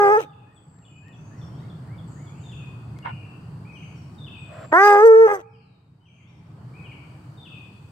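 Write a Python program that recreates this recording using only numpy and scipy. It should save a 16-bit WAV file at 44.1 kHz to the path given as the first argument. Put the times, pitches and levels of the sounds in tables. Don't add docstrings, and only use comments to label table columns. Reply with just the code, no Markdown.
import sys
import numpy as np
from scipy import signal
from scipy.io import wavfile
from scipy.ndimage import uniform_filter1d, minimum_filter1d

SR = 44100
rng = np.random.default_rng(int(sys.argv[2]) if len(sys.argv) > 2 else 0)


def materialize(psi):
    bounded = np.clip(np.atleast_2d(psi).T, -1, 1)
    quanta = np.round(bounded * 32767).astype(np.int16)
    wavfile.write(sys.argv[1], SR, quanta)


N = 348831
EDGE_HZ = 15750

# (time [s], pitch [Hz], effort [dB], mouth opening [0-1],
# second fold tone against effort [dB], head turned away [0-1])
BAYS = [
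    [(0, 413.5, -21, 0.4, -24.5, 0.1), (.04, 408.5, -21, .45, -14.5, 0.45),
     (.09, 398.4, -22, 0.43, -10.5, 0.53), (.13, 428, -21.5, 0.44, -20, 0.6),
     (.165, 415.4, -25, 0.58, -21, 0.87), (.185, 461, -20.5, 0.13, -37.5, 0),
     (.205, 419.6, -37.5, 0.5, 2, 0.7), (.23, 320, -47.5, 0.18, -11, 0.9), (.265, 226, -48, 0.1, -3, 0.3)],
    [(4.716, 310, -53, 0, 15.5, .11), (4.728, 306.7, -28, 0.52, -0.5, .15),
     (4.74, 320.7, -19.5, 1, -20, 0.38), (4.79, 385, -19, 0.93, -27.5, 0.19),
     (4.85, 412.1, -16.5, 0.76, -26, 0.08), (4.92, 411.4, -12.5, 0.56, -16, 0.12),
     (4.97, 404.8, -16.5, 0.47, -10.5, 0.3), (5.02, 425.5, -13.5, 0.37, -26.5, 0.35),
     (5.052, 461, -5, 0.1, -47, 0.6), (5.14, 440.6, -8.5, 0.13, -45, 0.55),
     (5.18, 450.5, -8, 0.12, -46.5, 0.81), (5.235, 452.3, -8, 0.17, -39.5, .6),
     (5.266, 435.6, -12, 0.27, -27.5, 0.76), (5.278, 407.8, -25, .6, -2, 0.43),
     (5.31, 409.5, -23, 0.76, -7.5, 0.6), (5.33, 404.7, -19, 0.25, -8.5, .3),
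     (5.35, 399.2, -31, 0.67, -6, 0.56), (5.385, 363.5, -36.5, 0.13, -4.5, 0.9),
     (5.425, 250.3, -53, 0.7, 9, .75)],
]
# (frequency [Hz], mouth shut [dB], half open [dB], wide open [dB])
JAW = [(320, -1.5, -3, -4.5), (440, 2.74, 2.2, -1.5), (640, -12, 3.5, 3), (820, -25, 4.5, -0.9),
       (1000, -19, -0.5, 7), (1250, -12.5, -3.5, -0.5), (1480, -30.5, -4, 3.5), (1760, -29.5, -7, 2.5)]
# (frequency [Hz], level [dB])
THROAT = [(1650, -1.5), (1900, -1), (2100, -13.5), (2500, -20.5), (2900, -37)]
# (frequency [Hz], level [dB])
MOUTH = [(2500, -2), (3000, -4.5), (3800, -10), (4400, -19), (4950, -4.5), (5500, -15.5), (6200, -4.5),
         (6900, -20), (7800, -10.5), (9000, -21), (11500, -19), (13500, -14.5), (16000, -20)]
# (mouth shut [dB], half open [dB], wide open [dB])
TREBLE_DB = (-51.5, -30, -28)
# (time [s], half length [s], level [dB],
# lift under 4.3 kHz [dB], ring near 5 kHz [dB])
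BREAKS = [(0.213, 0.029, -55, 6.5, -14), (4.875, 0.049, -49, 3.5, 12), (5.066, 0.014, -43.5, -14.5, -4),
          (5.349, 0.023, -48, -13, -9.5), (5.422, 0.03, -60, 4, -7)]
# (frequency [Hz], left lead facing [rad], turned away [rad])
PORTS = [(388, .2, 0.49), (834.4, .1, 2.4), (1390, 0.18, 3.5), (1740, 1.7, 3.1), (2500, 2.1, 2.2)]
SECOND_HZ = 96.4
RING_DB, LIFT_DB = -2, -4.5
CLEAN = .56
ROUGH_JITTER = .02
PATCHY_DB = 2.5
THIRD_LEAN_DB = -3.5

# (time [s], engine rumble [dB], road wash [dB])
DISTANT = [(0, -54.5, -63), (.6, -55.5, -65), (1.35, -50.5, -64.5), (2.3, -53, -66.5), (3.2, -52.5, -66.5),
           (4.1, -54.5, -68.5), (4.9, -56.5, -65), (5.6, -51, -67.5), (6.2, -54, -66.5), (6.6, -51.5, -65),
           (7, -58, -67), (7.92, -59, -71)]
# (frequency [Hz], relative density [dB])
RUMBLE = [(12, -81.5), (20, -40), (65, -18.5), (99, 3), (124, 3.5), (155, 3.5), (198, -9), (257, -11.5),
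          (285, -17), (325, -18), (385, -18), (450, -30.5), (580, -71.5), (990, -120)]
# (frequency [Hz], width [Hz], level against rumble [dB])
HUM = (122, 21, -10.5)
# (frequency [Hz], relative density [dB])
WASH = [(180, -35), (300, 1.5), (340, -13.5), (442, -7), (517, -11), (575, -11), (872, -9), (1270, -12.5),
        (1430, -14.5), (1580, -17.5), (2050, -23.5), (2690, -29.5), (3050, -26.5), (3960, -50.5),
        (6710, -120)]
# (frequency [Hz], relative density [dB])
AIR = [(2000, -44), (2800, -3.5), (3600, -4.5), (4100, -3.5), (4500, 4), (4900, -0.5), (5300, -7.5),
       (6500, -8.5), (7600, -4.5), (8300, -1), (9000, -12), (11000, -12), (14000, -17), (16000, -14.5)]
AIR_DB = -81.5
# (frequency [Hz], left-right likeness [0-1])
SAME = [(60, 0.96), (100, 0.99), (180, 0.99), (300, 0.84), (520, 0.79), (890, 0.26), (1520, 0.063),
        (2600, 0.11)]
# (frequency [Hz], left-right level [dB])
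LEAN = [(400, 0), (900, -2), (1700, -0.5), (2600, 4), (8000, 6)]

# (time [s], phrase [name], level [dB])
ROBIN = [(.225, "fall", -71.5), (.82, "pair", -66.5), (1.51, "flick", -83.5), (2.17, "rise", -87),
         (2.425, "fall", -66.5), (2.96, "level", -67), (3.645, "warble", -66.5), (4.172, "fall", -63.5),
         (5.425, "warble", -65), (6., "slides", -68), (6.205, "flick", -77.5), (6.735, "warble", -65.5),
         (7.362, "fall", -64.5)]
# (time [s], phrase [name], level [dB])
WARBLER = [(.52, "thin", -75.5), (1.11, "climb", -83), (2.069, "dip", -82), (2.372, "dip", -82),
           (3.7, "climb", -86), (4.355, "thin", -81.5), (5.45, "drop", -76.5), (6.02, "climb", -83.5)]
PHRASES = { "fall": [(0, .13, 3780, 3510, 3377, -4.5), (.088, .035, 3380, 2780, 2500, 0.5),
           (.148, .09, 2720, 2535, 2485, -0.5)], "warble": [(0, 0.0422, 2226, 2420, 2500, -1),
           (.04, 0.044, 2500, 2500, 2150, 0), (.105, .05, 3290, 2898, 2500, -1.3),
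           (.16, 0.031, 2700, 2460, 2080, -0.5)], "pair": [(0, 0.0324, 3000, 2640, 2374, -2.5),
           (.025, 0.056, 2940, 2945, 2900, -1.5), (.08, .11, 2480, 2500, 2550, -1),
           (.22, .038, 2600, 2634, 2480, -1)], "level": [(0, 0.025, 2150, 2160, 2350, -6),
           (.06, 0.056, 2870, 2784, 2660, .1), (.11, 0.053, 2844, 2904, 2830, 1),
           (.14, .064, 2350, 2450, 2500, -1), (.26, 0.055, 2610, 2710, 2720, .1)],
           "slides": [(0, .087, 3000, 3060, 3250, 0), (.05, .058, 3110, 2500, 2230, 3.5),
           (.14, .09, 3050, 2384, 1950, 1.5)], "rise": [(0.021, .28, 2120, 2480, 3500, 6)],
           "flick": [(0, .11, 3000, 3400, 3980, 0)], "thin": [(0, .1, 7850, 7825, 7700, 0.6),
           (.11, .36, 7690, 7460, 7180, 1.9)], "dip": [(0, .05, 8100, 7100, 6460, 4),
           (.05, .14, 6530, 6850, 6600, -1.5)], "climb": [(0, .2, 5650, 6250, 7040, 1.4),
           (.24, .12, 5600, 5524, 5310, -1.8)], "drop": [(0, 0.36, 5950, 4200, 3750, -0.5)], }
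# (whistle top [Hz], whistle level [dB], chip level [dB])
SERIES = [(1900, -73, -67.5), (1900, -76, -68), (1900, -69, -67.5), (2030, -75, -70), (2280, -81, -72.5),
          (2350, -76.5, -73), (2300, -77.5, -75)]
SERIES_S, EVERY_S, CHIP_AFTER_S = .445, .284, .115
WHISTLE_HZ, WHISTLE_BEND = 1570, .68

# (time [s], drive [dB])
TICKS = [(.788, -54), (1.083, -51), (2.521, -56), (2.988, -48), (3.979, -60)]
# (time [s], drive [dB])
JOLTS = [(3.054, -44), (3.066, -46), (3.083, -51), (3.096, -49)]
# (frequency [Hz], relative level [dB], 60 dB decay [s])
CUP = [(952, 11, 0.029), (1466, 9, 0.018), (1710, 10.5, 0.0094), (2100, 5, 0.015), (3000, -2.5, 0.009),
       (673, -29, .03)]
JOLT_RISE_S, JOLT_FALL_S = .006, .012
SLIPS_HZ = 1400
# (start [s], attack [s], hold [s], release [s])
INHALE_S = (4.47, .06, .125, .02)
# (at start [dB], after attack [dB], after hold [dB], after release [dB])
INHALE_DB = (-74, -58.5, -54, -79)
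# (frequency [Hz], width [Hz], relative level [dB])
NOSE = [(633, 140, 37), (1110, 620, 32.5), (1900, 180, -23), (3300, 1300, -21)]


def amp(db):
    return 10 ** (np.asarray(db) / 20)


def to_db(gain):
    return 20 * np.log10(gain)


def evened(x):
    return x / np.sqrt(np.mean(x ** 2) + 1e-20)


def read(points, hz, axis=1):
    rows = np.transpose(points)
    return np.interp(np.log(hz + 1), np.log(rows[0] + 1), rows[axis])


def curves(rows):
    s, *columns = np.transpose(rows)
    t = np.arange(s[0], s[-1], 1 / SR)
    return s[0], [np.interp(t, s, column) for column in columns]


def add(mix, s, sound):
    part = mix[..., round(s * SR):][..., :sound.shape[-1]]
    part += sound[..., :part.shape[-1]]


def resonate(x, hz, width_hz):
    r = np.exp(-np.pi * width_hz / SR)
    pole = r * np.exp(2j * np.pi * hz / SR)
    return 2 * signal.lfilter([1 - r], [1, -pole], x).real


def wander(count, size):
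    once = uniform_filter1d(rng.standard_normal(count), size)
    return evened(uniform_filter1d(once, size))


def breath(x, lo_hz, hi_hz):
    hz = np.linspace(0, SR / 2, 256)
    gain = amp(read(MOUTH, hz)) * (hz > lo_hz) * (hz < hi_hz)
    taps = signal.firwin2(255, hz, gain, fs=SR)
    return evened(signal.fftconvolve(x, taps[None], "same"))


def bay(rows):
    s, (hz, effort_db, jaw, under_db, turned) = curves(rows)
    count = len(hz)
    t = s + np.arange(count) / SR
    jaw = np.clip(jaw, 0, 1)
    second_db = effort_db + under_db
    shares = np.maximum(1 - abs(2 * jaw - np.arange(3)[:, None]), 0)
    low_db = [effort_db + sum(shares[j] * read(JAW, k * hz, axis=j + 1) for j in range(3))
              for k in range(1, 5)]

    steady = amp(effort_db + np.dot(TREBLE_DB, shares))
    flares = [(amp(db) * np.exp(-((t - at) / half_s) ** 2), lift, ring)
              for at, half_s, db, lift, ring in BREAKS]
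    top_db = to_db(steady + sum(gain for gain, lift, ring in flares))
    ring_db = to_db(steady * amp(RING_DB) + sum(gain * amp(ring) for gain, lift, ring in flares)) - top_db
    lift_db = to_db(steady * amp(LIFT_DB) + sum(gain * amp(lift) for gain, lift, ring in flares)) - top_db

    jitter = 0.0032 + ROUGH_JITTER * np.minimum(amp(under_db), 1)
    turns = np.cumsum(hz * (1 + jitter * wander(count, size=150))) / SR
    beat_hz = SECOND_HZ * (1 + .08 * wander(count, size=600))
    beat = np.exp(2j * np.pi * np.cumsum(beat_hz) / SR)
    depth = np.minimum(amp(second_db - low_db[0]), .8)
    side, out = np.array([[.5], [-.5]]), 0
    for k in range(1, 36):
        f = k * hz
        if k < 5:
            db = low_db[k - 1] + side * THIRD_LEAN_DB * (k == 3)
        elif k < 7:
            db = low_db[3] + read(THROAT, f)
        else:
            db = top_db + read(MOUTH, f) + lift_db * (f < 4300) + 5.5 * side
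            db += 10 * np.log10(CLEAN + 1e-3) - 5 * (f > 8500)
            db += ring_db * np.exp(-((f - 4950) / 350) ** 2)
        lead = (1 - turned) * read(PORTS, f) + turned * read(PORTS, f, axis=2)
        if k == 1:
            sides = 1 + depth * (beat + 0.39 * beat ** 2)
        else:
            sides = 1 + 0.43 * depth * (beat + 0.32 * beat ** 2 + .5 / beat + 0.27 / beat ** 2)
        shimmer = amp(min(.4 * (k - 1), 5) * wander(count, size=350))
        lag = 1.05 * (k - 1)
        drift = .7 * (k > 6) * np.array([wander(count, size=400), wander(count, size=400)])
        tone = np.exp(1j * (2 * np.pi * k * turns - lag + side * lead + drift)) * sides
        out = out + np.sqrt(2) * amp(db) * shimmer * (f < EDGE_HZ) * tone.real

    puffs = (0.33 + np.exp(-(turns % 1) / 0.96)) * rng.standard_normal((2, count))
    rough = resonate(resonate(resonate(puffs, 800, 700), 1000, 1500), 1500, 1800)
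    out += amp(second_db - 3.5) * evened(rough)
    bands = [breath(puffs, lo, hi) * amp(db + PATCHY_DB * wander(count, size=500))
             for lo, hi, db in [(2300, 3000, 0.0), (3600, 5600, -5.5), (5600, 7000, -5), (6974, EDGE_HZ, -5.5)]]
    treble = amp(lift_db) * bands[0] + amp(ring_db) * bands[1] + sum(bands[2:])
    out += np.sqrt(1 - CLEAN) * amp(top_db + 5.5 * side) * treble
    fade_in = np.arange(count) + 300 * (s == 0)
    fade_out = np.arange(count)[::-1] / 4.0
    return s, out * np.minimum(np.minimum(fade_out, fade_in) / 300, 1)


def echoes(x, gap_s, t60_s):
    taps = np.zeros((2, SR))
    at = np.arange(0, SR - 20, 20) + rng.integers(0, 20, (2, (SR - 1) // 20))
    np.put_along_axis(taps, at, rng.choice([-1., 1.], at.shape), 1)
    t = np.arange(SR) / SR
    taps *= amp(-60 * t / t60_s) * (t > gap_s)
    return signal.fftconvolve(x, taps / np.linalg.norm(taps[0]), axes=1)[:, :N]


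def yard(hound):
    rails = amp(-17) * echoes(hound, .006, .15)
    middle = resonate(resonate(hound, 900, 800), 1000, 1200)
    return rails + amp(-32.5) * echoes(middle, 0.078, 1.1)


def noise(spectrum, patchy_db):
    hz = np.fft.rfftfreq(2048, 1 / SR)
    a, b, c, d, patches = rng.standard_normal((N // 512 + 5, 1025, 5)).T
    patches = uniform_filter1d(patches, size=12, axis=0)
    patches = evened(uniform_filter1d(patches, size=8, axis=1))
    same = np.clip(read(SAME, hz), -1, 1)[:, None]
    lean = amp(read(LEAN, hz) / 2)[:, None]
    shared, other = a + 1j * b, c + 1j * d
    z = np.array([shared * lean, (same * shared + np.sqrt(1 - same ** 2) * other) / lean])
    z *= amp(read(spectrum, hz)[:, None] + patchy_db * patches)
    return evened(signal.istft(z, nperseg=2048, noverlap=1536)[1][:, :N])


def distance():
    rumble_db, wash_db = (c[:N] for c in curves(DISTANT)[1])
    hz, width_hz, hum_db = HUM
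    hum = resonate(resonate(rng.standard_normal(N), hz, width_hz), hz, width_hz)
    engine = amp(rumble_db) * (noise(RUMBLE, 1.0) + amp(hum_db) * evened(hum))
    road = amp(wash_db) * noise(WASH, 1.2)
    return engine + road + amp(AIR_DB) * noise(AIR, 1.3)


def notes(song):
    return [(s + at, *shape, db + note_db)
            for s, name, db in song for at, *shape, note_db in PHRASES[name]]


def series():
    out = []
    for k, (top_hz, whistle_db, chip_db) in enumerate(SERIES):
        s = SERIES_S + k * EVERY_S
        middle_hz = WHISTLE_HZ + WHISTLE_BEND * (top_hz - WHISTLE_HZ)
        out += [(s, .095, WHISTLE_HZ, middle_hz, top_hz, whistle_db),
                (s + CHIP_AFTER_S, .025, 3550, 3400, 3180, chip_db)]
    return out


def sing(song_notes):
    out = np.zeros(N)
    for s, length_s, *hz, db in song_notes:
        u = np.linspace(0, 1, round(length_s * SR))
        glide = np.polyval(np.polyfit([0, .5, 1], hz, 2), u)
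        glide *= 1 + .004 * wander(len(u), size=120)
        level = np.sqrt(2) * amp(db + 3.7 * wander(len(u), size=150))
        tone = np.sin(2 * np.pi * np.cumsum(glide) / SR)
        add(out, s, level * tone * signal.windows.tukey(len(u), .4))
    return out


def birds():
    robin, near, warbler = sing(notes(ROBIN))[None], sing(series())[None], sing(notes(WARBLER))[None]
    wet = amp(0.5) * echoes(robin, 0.0074, .8) + amp(-0.5) * echoes(robin, 0.041, 1.0)
    wet += amp(3.0) * echoes(warbler, .004, 1.0)
    direct = amp(-3) * robin + amp(-3) * near + amp(-8) * warbler
    return (direct + wet + amp(-2) * echoes(near, .004, .35)) * amp([[2.5], [-2.5]])


def claws():
    out, t = np.zeros((2, N)), np.arange(5000) / SR
    for s, db in TICKS:
        snap = (t == 0) + .35 * amp(-60 * t / .012) * rng.standard_normal(len(t))
        snap = resonate(resonate(snap, 1200, 4000), 1500, 9000)
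        add(out, s, amp(db) * snap * amp([[2.5], [-2.5]]))
    return out


def cup():
    out, t = np.zeros((2, N)), np.arange(5000) / SR
    ring = sum(amp(db - 60 * t / t60_s) * np.sin(2 * np.pi * hz * t) for hz, db, t60_s in CUP)
    soft = ring * np.minimum(t / 0.00071, 1)
    s = JOLTS[0][0] - .03
    now = s + t[:, None] - [at for at, db in JOLTS]
    pulses = np.exp(np.where(now < 0, now / JOLT_RISE_S, -now / JOLT_FALL_S))
    push = pulses @ amp([db for at, db in JOLTS])
    hits = rng.random(len(push)) < SLIPS_HZ / SR
    slips = rng.standard_normal((2, len(push))) * hits * push * np.sqrt(SR / SLIPS_HZ)
    add(out, s, signal.fftconvolve(slips, soft[None] / np.linalg.norm(soft), axes=1))
    return out


def inhale():
    out = np.zeros((2, N))
    s, (db,) = curves(list(zip(np.cumsum(INHALE_S), INHALE_DB)))
    air = rng.standard_normal(len(db)) + 0.69 * rng.standard_normal((2, len(db)))
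    nose = sum(amp(gain_db) * resonate(resonate(air, hz, width_hz), hz, 2 * width_hz) / np.sqrt(width_hz)
               for hz, width_hz, gain_db in NOSE)
    add(out, s, amp(db) * evened(nose))
    return out


def scene():
    hound = np.zeros((2, N))
    for rows in BAYS:
        add(hound, *bay(rows))
    return hound + yard(hound) + distance() + birds() + claws() + cup() + inhale()


def record(dry):
    power_db = 10 * np.log10(abs(uniform_filter1d((dry ** 2).mean(0), 880)) + 1e-12)
    hold = round(.85 * SR)
    held_db = -minimum_filter1d(-power_db, hold, origin=(hold - 1) // 2, mode="nearest")
    fall_db = np.arange(N) * 42.0 / SR
    held_db = np.maximum(np.maximum.accumulate(held_db + fall_db) - fall_db, -36)
    lifted = dry * amp(-.5 * (uniform_filter1d(held_db, 300) + 8.0))
    peak = -minimum_filter1d(-abs(lifted).max(0), size=600)
    lifted = lifted / uniform_filter1d(np.maximum(peak / .95, 1), size=300)
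    low_pass = signal.firwin(511, EDGE_HZ, window=("kaiser", 9), fs=SR)
    return signal.oaconvolve(lifted, low_pass[None], "same")


dry = scene()
out = record(dry)
materialize(out)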